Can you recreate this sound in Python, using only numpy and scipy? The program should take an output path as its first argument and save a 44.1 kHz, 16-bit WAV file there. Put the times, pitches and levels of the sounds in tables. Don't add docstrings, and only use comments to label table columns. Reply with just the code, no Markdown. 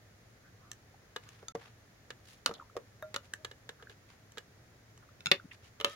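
import sys
import numpy as np
from scipy import signal
from scipy.fft import rfft, irfft
from scipy.io import wavfile
from scipy.ndimage import uniform_filter1d

SR = 44100
rng = np.random.default_rng(int(sys.argv[2]) if len(sys.argv) > 2 else 0)


def materialize(psi):
    bounded = np.clip(np.atleast_2d(psi).T, -1, 1)
    quanta = np.round(bounded * 32767).astype(np.int16)
    wavfile.write(sys.argv[1], SR, quanta)


N = 262395

# pitch_hz, level_db (relative), t60_s
LID_MODES = [(622, -13, 0.2), (1406, -15.5, 0.13), (1220, -6, 0.018), (1630, -3.5, 0.016),
             (3660, -20, 0.049), (6200, -25, .01), (12800, -17, 0.0073)]


def amp(db):
    return 10 ** (np.asarray(db) / 20)


def unit(x):
    return x / np.sqrt(np.mean(x ** 2) + 1e-20)


def read(points, hz):
    f, value = np.transpose(points)
    return np.interp(np.log(hz + 1), np.log(f + 1), value)


def add(mix, s, sound):
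    part = mix[:, round(s * SR):][:, :sound.shape[-1]]
    part += sound[..., :part.shape[-1]]


def colour(x, gain):
    size = x.shape[-1]
    return irfft(rfft(x) * gain(np.fft.rfftfreq(size, 1 / SR)), size)


def noise_pair(size, same):
    a, b = rng.standard_normal((2, size))
    shared = colour(a, lambda hz: np.sqrt((1 + np.clip(same(hz), -1, 1)) / 2))
    apart = colour(b, lambda hz: np.sqrt((1 - np.clip(same(hz), -1, 1)) / 2))
    return np.array([shared + apart, shared - apart])


def near_likeness(hz, split_hz=900):
    return 1 / (1 + (hz / split_hz) ** 2)


def bands(x):
    band_edges = [800, 2300, 5000]
    below = [colour(x, lambda hz: 1 / (1 + (hz / edge) ** 6)) for edge in band_edges]
    return np.diff([0 * x, *below, x], axis=0)


def scatter(modes, t, t60, treble_loss=0.33):
    def tint(f):
        ends = f / (f + 150) / np.hypot(1, (f / 11000) ** 2)
        return amp(read(np.array(modes)[:, :2], f)) * ends

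    burst = colour(noise_pair(len(t), near_likeness), tint)
    decays = [amp(-60 * t / t60 * np.exp(treble_loss * (k - 1))) for k in range(4)]
    return unit(sum(band * decay for band, decay in zip(bands(burst), decays)))


def blows(rows, modes, voice_db, contact_s, pan_db, scatter_db, scatter_t60, spread=1.235):
    lead = SR // 200
    out = np.zeros((2, N))
    t = np.maximum(np.arange(SR // 4) - lead, 0) / SR
    hz, mode_db, t60 = np.transpose(modes)[:, :, None]
    register = np.arange(len(voice_db)) - (len(voice_db) - 1) / 2
    for s, db, hardness in rows:
        pitch = hz * (1 + 0.01 * rng.standard_normal(hz.shape))
        skew = (1 - near_likeness(hz)) * spread * rng.uniform(0.25, 0.99, hz.shape)
        skew = skew * np.where(hz < 2600, 1, -1)
        phase = rng.uniform(0, 2 * np.pi, hz.shape) + np.array([skew, -skew])
        ring = (amp(mode_db - 60 * t / t60) * np.sin(2 * np.pi * pitch * t + phase)).sum(1)
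        hit = unit(ring) + amp(scatter_db) * scatter(modes, t, scatter_t60)
        hit = hit * (1 - np.exp(-(t / contact_s) ** 2))
        band_db = db + np.array(voice_db) + hardness * register
        levelled = [amp(level) * band / np.std(band[:, lead:lead + SR // 100])
                    for level, band in zip(band_db, bands(hit))]
        add(out, s - lead / SR, sum(levelled))
    return out * amp([[pan_db / 2], [-pan_db / 2]])


def chatter(blow, gap_s, first_db, step_db, softer_db, count):
    s, db, hardness = blow
    rebounds = []
    for k in range(count):
        start = s + gap_s * (k + 1 + rng.uniform(-.25, .25))
        rebounds.append((start, db + first_db + step_db * k, hardness + softer_db))
    return rebounds


def strokes(rows, octaves, grain_db, grains_hz):
    out = np.zeros((2, N))
    t = np.arange(SR // 4) / SR
    for s, length, level, centre_hz in rows:
        def hump(f):
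            distance = np.log2((f + 1) / centre_hz) / octaves
            return np.exp(-.5 * distance ** 2) / np.sqrt(f + centre_hz)

        flicker = colour(rng.standard_normal(len(t)), lambda f: np.exp(-(f / grains_hz) ** 2))
        hiss = noise_pair(len(t), near_likeness) * amp(grain_db * unit(flicker))
        swell = np.sin(np.pi * np.minimum(t / length, 1) ** 0.8)
        add(out, s, amp(level) * unit(colour(hiss, hump)) * swell)
    return out




def pot_wall_taps():
    # start_s, level_db, hardness_db
    taps = [(1.1615, -40.5, 0), (2.1036, -46.5, .5), (3.1418, -41.5, 2.5), (3.4465, -42, 2.5),
            (3.5125, -52.5, 0.2), (3.6905, -46, .9), (3.824, -56.5, -3), (3.896, -56.5, 0),
            (4.372, -50, -2.5), (4.3808, -46.5, 4)]
    # pitch_hz, level_db (relative), t60_s
    modes = [(415, -4, 0.058), (492, -3, 0.059), (727, -9, 0.026), (878, -5.5, 0.024), (1223, -0.5, 0.018),
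             (1675, 1, 0.03), (2883, -10, 0.048), (3277, -5.5, 0.02), (3753, -2, 0.014), (4620, -7, 0.012),
             (5350, -13, 0.022), (6310, -5, 0.0091), (7500, -5, 0.0072), (9000, -12.5, 0.0079),
             (10760, -15.5, .008), (13200, -14.5, 0.0089)]
    # thud_db, knock_db, clack_db, tick_db
    voice_db = (-2.6, 0.5, -0.5, -9.5)
    return blows(taps, modes, voice_db, contact_s=0.0012, pan_db=-1, scatter_db=-4.5, scatter_t60=0.046)


def pot_bottom_knocks():
    # start_s, level_db, hardness_db
    knocks = [(1.427, -54.5, -0.5), (1.5505, -37.5, -0.3), (2.492, -47.5, -3), (2.5115, -43.5, 0),
              (2.7658, -36, 1.1)]
    # pitch_hz, level_db (relative), t60_s
    modes = [(203, -14.5, 0.049), (398, -7, 0.039), (469, -1.5, 0.053), (560, -10, 0.025), (716, -4, 0.021),
             (926, -9.5, 0.018), (1150, -9, 0.028), (1550, -10.5, 0.011), (2030, -15.5, 0.017),
             (3560, -22, 0.019), (6130, -10, 0.017)]
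    # thud_db, knock_db, clack_db, tick_db
    voice_db = (2, -6.5, -15.5, -24.5)
    second_s, second_db = .0065, -7
    second_tip = [(s + second_s, db + second_db, hardness) for s, db, hardness in knocks]
    return blows(knocks + second_tip, modes, voice_db, contact_s=0.00087, pan_db=0.8,
                 scatter_db=1.0, scatter_t60=0.029)


def rim_taps():
    # start_s, level_db, hardness_db
    taps = [(2.4601, -28, 1.5), (2.5385, -57.5, 5.5), (3.1613, -35.5, -1)]
    # pitch_hz, level_db (relative), t60_s
    modes = [(250, -19, 0.049), (532, -7.5, 0.041), (1196, -3.5, 0.029), (1436, 0.5, 0.025),
             (2940, -1, 0.027), (3630, 4, 0.012), (4240, 4, 0.013), (4760, -2.5, 0.01), (5530, -2.5, 0.01),
             (6380, -6.5, 0.01), (7000, -5.5, 0.0073), (8900, -8.5, 0.0068), (10700, -14, .008),
             (11850, -15.5, 0.011)]
    # thud_db, knock_db, clack_db, tick_db
    voice_db = (-10, -.5, -3, -3.5)
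    rattling = chatter(taps[0], gap_s=.0105, first_db=-18, step_db=-2.5, softer_db=-7, count=3)
    return blows(taps + rattling, modes, voice_db, contact_s=0.00066, pan_db=-0.6,
                 scatter_db=-5, scatter_t60=0.033)


def lid_edge_graze():
    # start_s, level_db, hardness_db
    grazes = [(1.4828, -44.5, 0)]
    # pitch_hz, level_db (relative), t60_s
    modes = [(1330, -5, 0.079), (3600, 1, 0.023), (4700, -7.5, 0.028), (6430, 3, 0.015), (7000, -4, 0.0085),
             (8750, -10, .01), (12000, -19, .008)]
    # thud_db, knock_db, clack_db, tick_db
    voice_db = (-19, -5.5, -4, 2)
    return blows(grazes, modes, voice_db, contact_s=0.00095, pan_db=-0.5, scatter_db=0.5, scatter_t60=0.017)


def chopstick_pinches():
    # start_s, level_db, hardness_db
    clicks = [(.7153, -47, 1.5), (.732, -62, 0), (1.289, -56, -0.25), (3.3362, -42.5, -0.26),
              (4.32, -62.5, 0.71), (4.976, -63, -0.83)]
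    # pitch_hz, level_db (relative), t60_s
    modes = [(1200, -8, 0.034), (1735, -5.5, 0.023), (3060, -10, .012), (4070, -9.5, 0.0078),
             (5580, -14, 0.016), (6340, -6, 0.011), (7200, -8, 0.0077), (8040, -7.5, 0.014),
             (11600, -14.5, .01)]
    # thud_db, knock_db, clack_db, tick_db
    voice_db = (-13, -12.5, -3, 0)
    return blows(clicks, modes, voice_db, contact_s=0.00093, pan_db=-0.5, scatter_db=-4.0, scatter_t60=.016)


def lid_touch():
    # start_s, level_db, hardness_db
    touches = [(3.025, -44, 0)]
    # thud_db, knock_db, clack_db, tick_db
    voice_db = (-1, -1.5, -20, -11.5)
    return blows(touches, LID_MODES, voice_db, contact_s=0.00031, pan_db=0, scatter_db=-12, scatter_t60=0.013)


def noodle_on_lid_edge():
    start_s, length_s, level_db = 3.38, .09, -60
    lowest_hz = LID_MODES[0][0]
    return strokes([(start_s, length_s, level_db, lowest_hz)], octaves=.04, grain_db=4.0, grains_hz=150)


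def drips(glide=0.04, cycles=2.9):
    # peak_s, pitch_hz, peak_db
    bubbles = [(.945, 790, -53.5), (2.513, 1240, -37.5), (2.584, 3370, -53.5), (2.6001, 1320, -39.5),
               (2.614, 1190, -45.5), (2.625, 1000, -45.5), (2.70, 1260, -51), (3.338, 1710, -28),
               (3.873, 1600, -43), (5.092, 1290, -54), (5.4, 1430, -42)]
    out = np.zeros((2, N))
    for s, hz, db in bubbles:
        length = cycles / hz
        u = np.arange(-np.pi, np.pi, 1 / (length * SR))
        phase = 2 * np.pi * hz * length * (u + glide * u ** 2) + rng.uniform(0, 1, (2, 1))
        swell = amp(db) * np.exp(-u ** 2)
        add(out, s - np.pi * length, swell * np.sin(phase))
    return out


def sloshes():
    # start_s, length_s, level_db, centre_hz
    drags = [(1.18, .28, -63, 2100), (1.56, .17, -59.5, 1700), (2.23, .18, -61.5, 3400),
             (2.52, 0.11, -58.5, 503), (3.23, 0.053, -62.5, 2600), (3.895, 0.047, -59, 2190),
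             (4.08, 0.077, -60, 2010)]
    return strokes(drags, octaves=1.3, grain_db=3.8, grains_hz=140)


def squelches_and_rim_ringing():
    # start_s, length_s, level_db, centre_hz
    swells = [(.43, 0.075, -66, 1550), (.59, 0.15, -66.5, 1180), (1.265, 0.024, -57, 1280),
              (2.538, 0.03, -54, 3660), (2.749, .02, -49, 550), (3.79, 0.039, -61, 1350),
              (5.02, 0.028, -62, 1260)]
    return strokes(swells, octaves=0.24, grain_db=2.5, grains_hz=150)


def tip_touches():
    # start_s, level_db, hardness_db
    touches = [(5.206, -54.5, 1.4), (5.2588, -32.5, 0.52), (5.268, -31.5, -1.3)]
    # pitch_hz, level_db (relative), t60_s
    modes = [(188, -21, .05), (1423, -6, 0.03), (2350, -2, .012), (2620, -4, 0.03), (3600, -0.5, 0.016),
             (4000, -2.5, 0.015), (5300, -7, .014), (6800, -11.5, 0.013), (8900, -17, 0.0086)]
    # thud_db, knock_db, clack_db, tick_db
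    voice_db = (-15, -5.5, -1.5, -7)
    return blows(touches, modes, voice_db, contact_s=.0006, pan_db=-.5, scatter_db=-6, scatter_t60=0.026)


def chopstick_drops():
    # start_s, level_db, hardness_db
    drops = [(5.3148, -20.5, -0.4), (5.3184, -23, .8)]
    # pitch_hz, level_db (relative), t60_s
    modes = [(203, -14, 0.039), (389, -8, 0.056), (536, -8, 0.04), (1191, -10, .04), (1880, 0.5, 0.021),
             (2070, -5.5, 0.0193), (2270, -12.5, 0.038), (2530, -3, .025), (2760, 2, 0.023),
             (3120, -14, .03), (3600, 2, 0.031), (3780, -8, .02), (4100, -4, 0.028), (4520, -4.5, 0.019),
             (5080, -9, 0.013), (5590, -11, 0.018), (7260, -20, 0.017), (10900, -21.5, .015)]
    # thud_db, knock_db, clack_db, tick_db
    voice_db = (-11, -6, 0, -10.5)
    settling = chatter(drops[-1], gap_s=.011, first_db=-16.5, step_db=-4.5, softer_db=-4.5, count=4)
    return blows(drops + settling, modes, voice_db, contact_s=0.00035, pan_db=.5,
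                 scatter_db=-2.0, scatter_t60=.023)


def spoon_knocks():
    # start_s, level_db, hardness_db
    knocks = [(5.8005, -45.5, 1.5), (5.8103, -41.5, 1), (5.8453, -28.5, 2.6)]
    # pitch_hz, level_db (relative), t60_s
    modes = [(444, -4.5, 0.048), (555, -7, 0.053), (1220, 0, 0.027), (2110, -3, 0.024), (2740, 0, 0.027),
             (3020, 6.5, 0.022), (3940, 2, 0.014), (4120, -6, 0.01), (5500, -16, 0.019),
             (6620, -17.5, 0.017), (8960, -23, 0.013)]
    # thud_db, knock_db, clack_db, tick_db
    voice_db = (-1.5, 1, -2.5, -6)
    jiggling = chatter(knocks[2], gap_s=.0085, first_db=-17, step_db=-3.5, softer_db=-4.5, count=5)
    return blows(knocks + jiggling, modes, voice_db, contact_s=0.00076, pan_db=-0.3,
                 scatter_db=-1.5, scatter_t60=0.033)


def spoon_ring(start=5.85, t60=1.0, width_hz=35):
    # pitch_hz, level_db (rms at the start)
    tones = [(452, -70), (619, -67), (1265, -52.5), (1798, -58), (2121, -65), (2600, -72), (3068, -63),
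             (3289, -59), (3784, -61), (5566, -70), (6401, -72)]
    out = np.zeros((2, N))
    t = np.arange(SR // 2) / SR
    friction = noise_pair(len(t), near_likeness)
    for hz, level in tones:
        tone = unit(colour(friction, lambda f: 1 / (1 + ((f - hz) / width_hz) ** 2)))
        add(out, start, amp(level - 60 * t / t60) * tone)
    return out


def rubs():
    # start_s, length_s, level_db, centre_hz
    brushes = [(5.51, 0.056, -59.5, 2310), (5.62, 0.088, -62, 2700), (5.86, .12, -54.5, 2980)]
    return strokes(brushes, octaves=1.2, grain_db=3.0, grains_hz=300)


def hand_thump_and_spoon_scrape():
    # start_s, length_s, level_db, centre_hz
    thump_and_scrape = [(5.443, 0.021, -47.5, 221), (5.511, 0.017, -47, 2340)]
    return strokes(thump_and_scrape, octaves=0.33, grain_db=-0.5, grains_hz=300)


def room(x, delay=0.0041):
    # pitch_hz, t60_s
    room_t60 = [(150, 0.11), (500, 0.12), (1500, .12), (3600, 0.12), (9000, 0.11)]
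    tail_db = [(400, 5.0), (1500, 3.0), (4000, -3.0), (7000, -1.0)]  # pitch_hz, gain_db
    hz, t, z = signal.stft(noise_pair(SR // 3, near_likeness), SR, nperseg=256)
    decay = amp(-60 * t / read(room_t60, hz)[:, None])
    tail = signal.istft(z * decay, SR, nperseg=256)[1]
    tail = tail * (1 - np.exp(-(np.arange(tail.shape[1]) / SR / delay) ** 4))
    tail = colour(tail / np.linalg.norm(tail[0]), lambda f: amp(read(tail_db, f)))
    return signal.fftconvolve(x, tail, axes=1)[:, :N]


def room_air():
    # (relative, per Hz)
    spectrum = [(15, -61), (25, -21), (108, -4.5), (157, -12.5), (317, -17.5), (416, -17), (641, -19),
                (840, -23), (911, -25.5), (1840, -21), (2840, -30), (6740, -30.5), (7920, -37.5),
                (13600, -41.5), (16000, -40.5)]
    # pitch_hz, likeness (-1 to 1)
    likeness = [(60, 0.98), (180, 0.92), (550, 0.45), (1650, 0.011), (4970, -0.17), (15000, 0.23)]
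    level_db = -65.5
    air = colour(noise_pair(N, lambda hz: read(likeness, hz)), lambda hz: amp(read(spectrum, hz)))
    return amp(level_db) * air / np.std(colour(air.mean(0), lambda hz: hz > 200))


def appliance_hum():
    centre_hz, width_hz, level_db = 108.7, 14, -69
    hum = colour(rng.standard_normal(N), lambda hz: np.exp(-((hz - centre_hz) / width_hz) ** 2))
    return amp(level_db) * unit(hum)


def scene():
    fishing = amp(-1.23) * (pot_wall_taps() + pot_bottom_knocks() + rim_taps() + lid_edge_graze())
    pinches = chopstick_pinches()
    lid = lid_touch()
    soup_and_ringing = drips() + sloshes() + squelches_and_rim_ringing()
    cutlery = amp(-1.53) * (tip_touches() + chopstick_drops() + spoon_knocks())
    handling = rubs() + spoon_ring() + hand_thump_and_spoon_scrape()
    echo = room(amp(-14.5) * fishing + amp(-13) * cutlery + amp(-14) * (soup_and_ringing + lid + pinches))
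    near = fishing + pinches + lid + noodle_on_lid_edge() + soup_and_ringing + cutlery + handling
    return near + echo + room_air() + appliance_hum()


def record(dry):
    # start_s, end_s
    dropout = (1.522, 1.548)
    t = np.arange(N) / SR
    live = 1. * ((t < dropout[0]) | (t > dropout[1]))
    live = uniform_filter1d(live, size=90)
    dipped = colour(dry * live, lambda hz: amp(-8 * np.exp(-((hz - 8050) / 350) ** 2)))
    low_pass = signal.firwin(511, 16000, window=("kaiser", 9), fs=SR)
    return signal.oaconvolve(dipped, low_pass[None], "same")


dry = scene()
out = record(dry)
materialize(out)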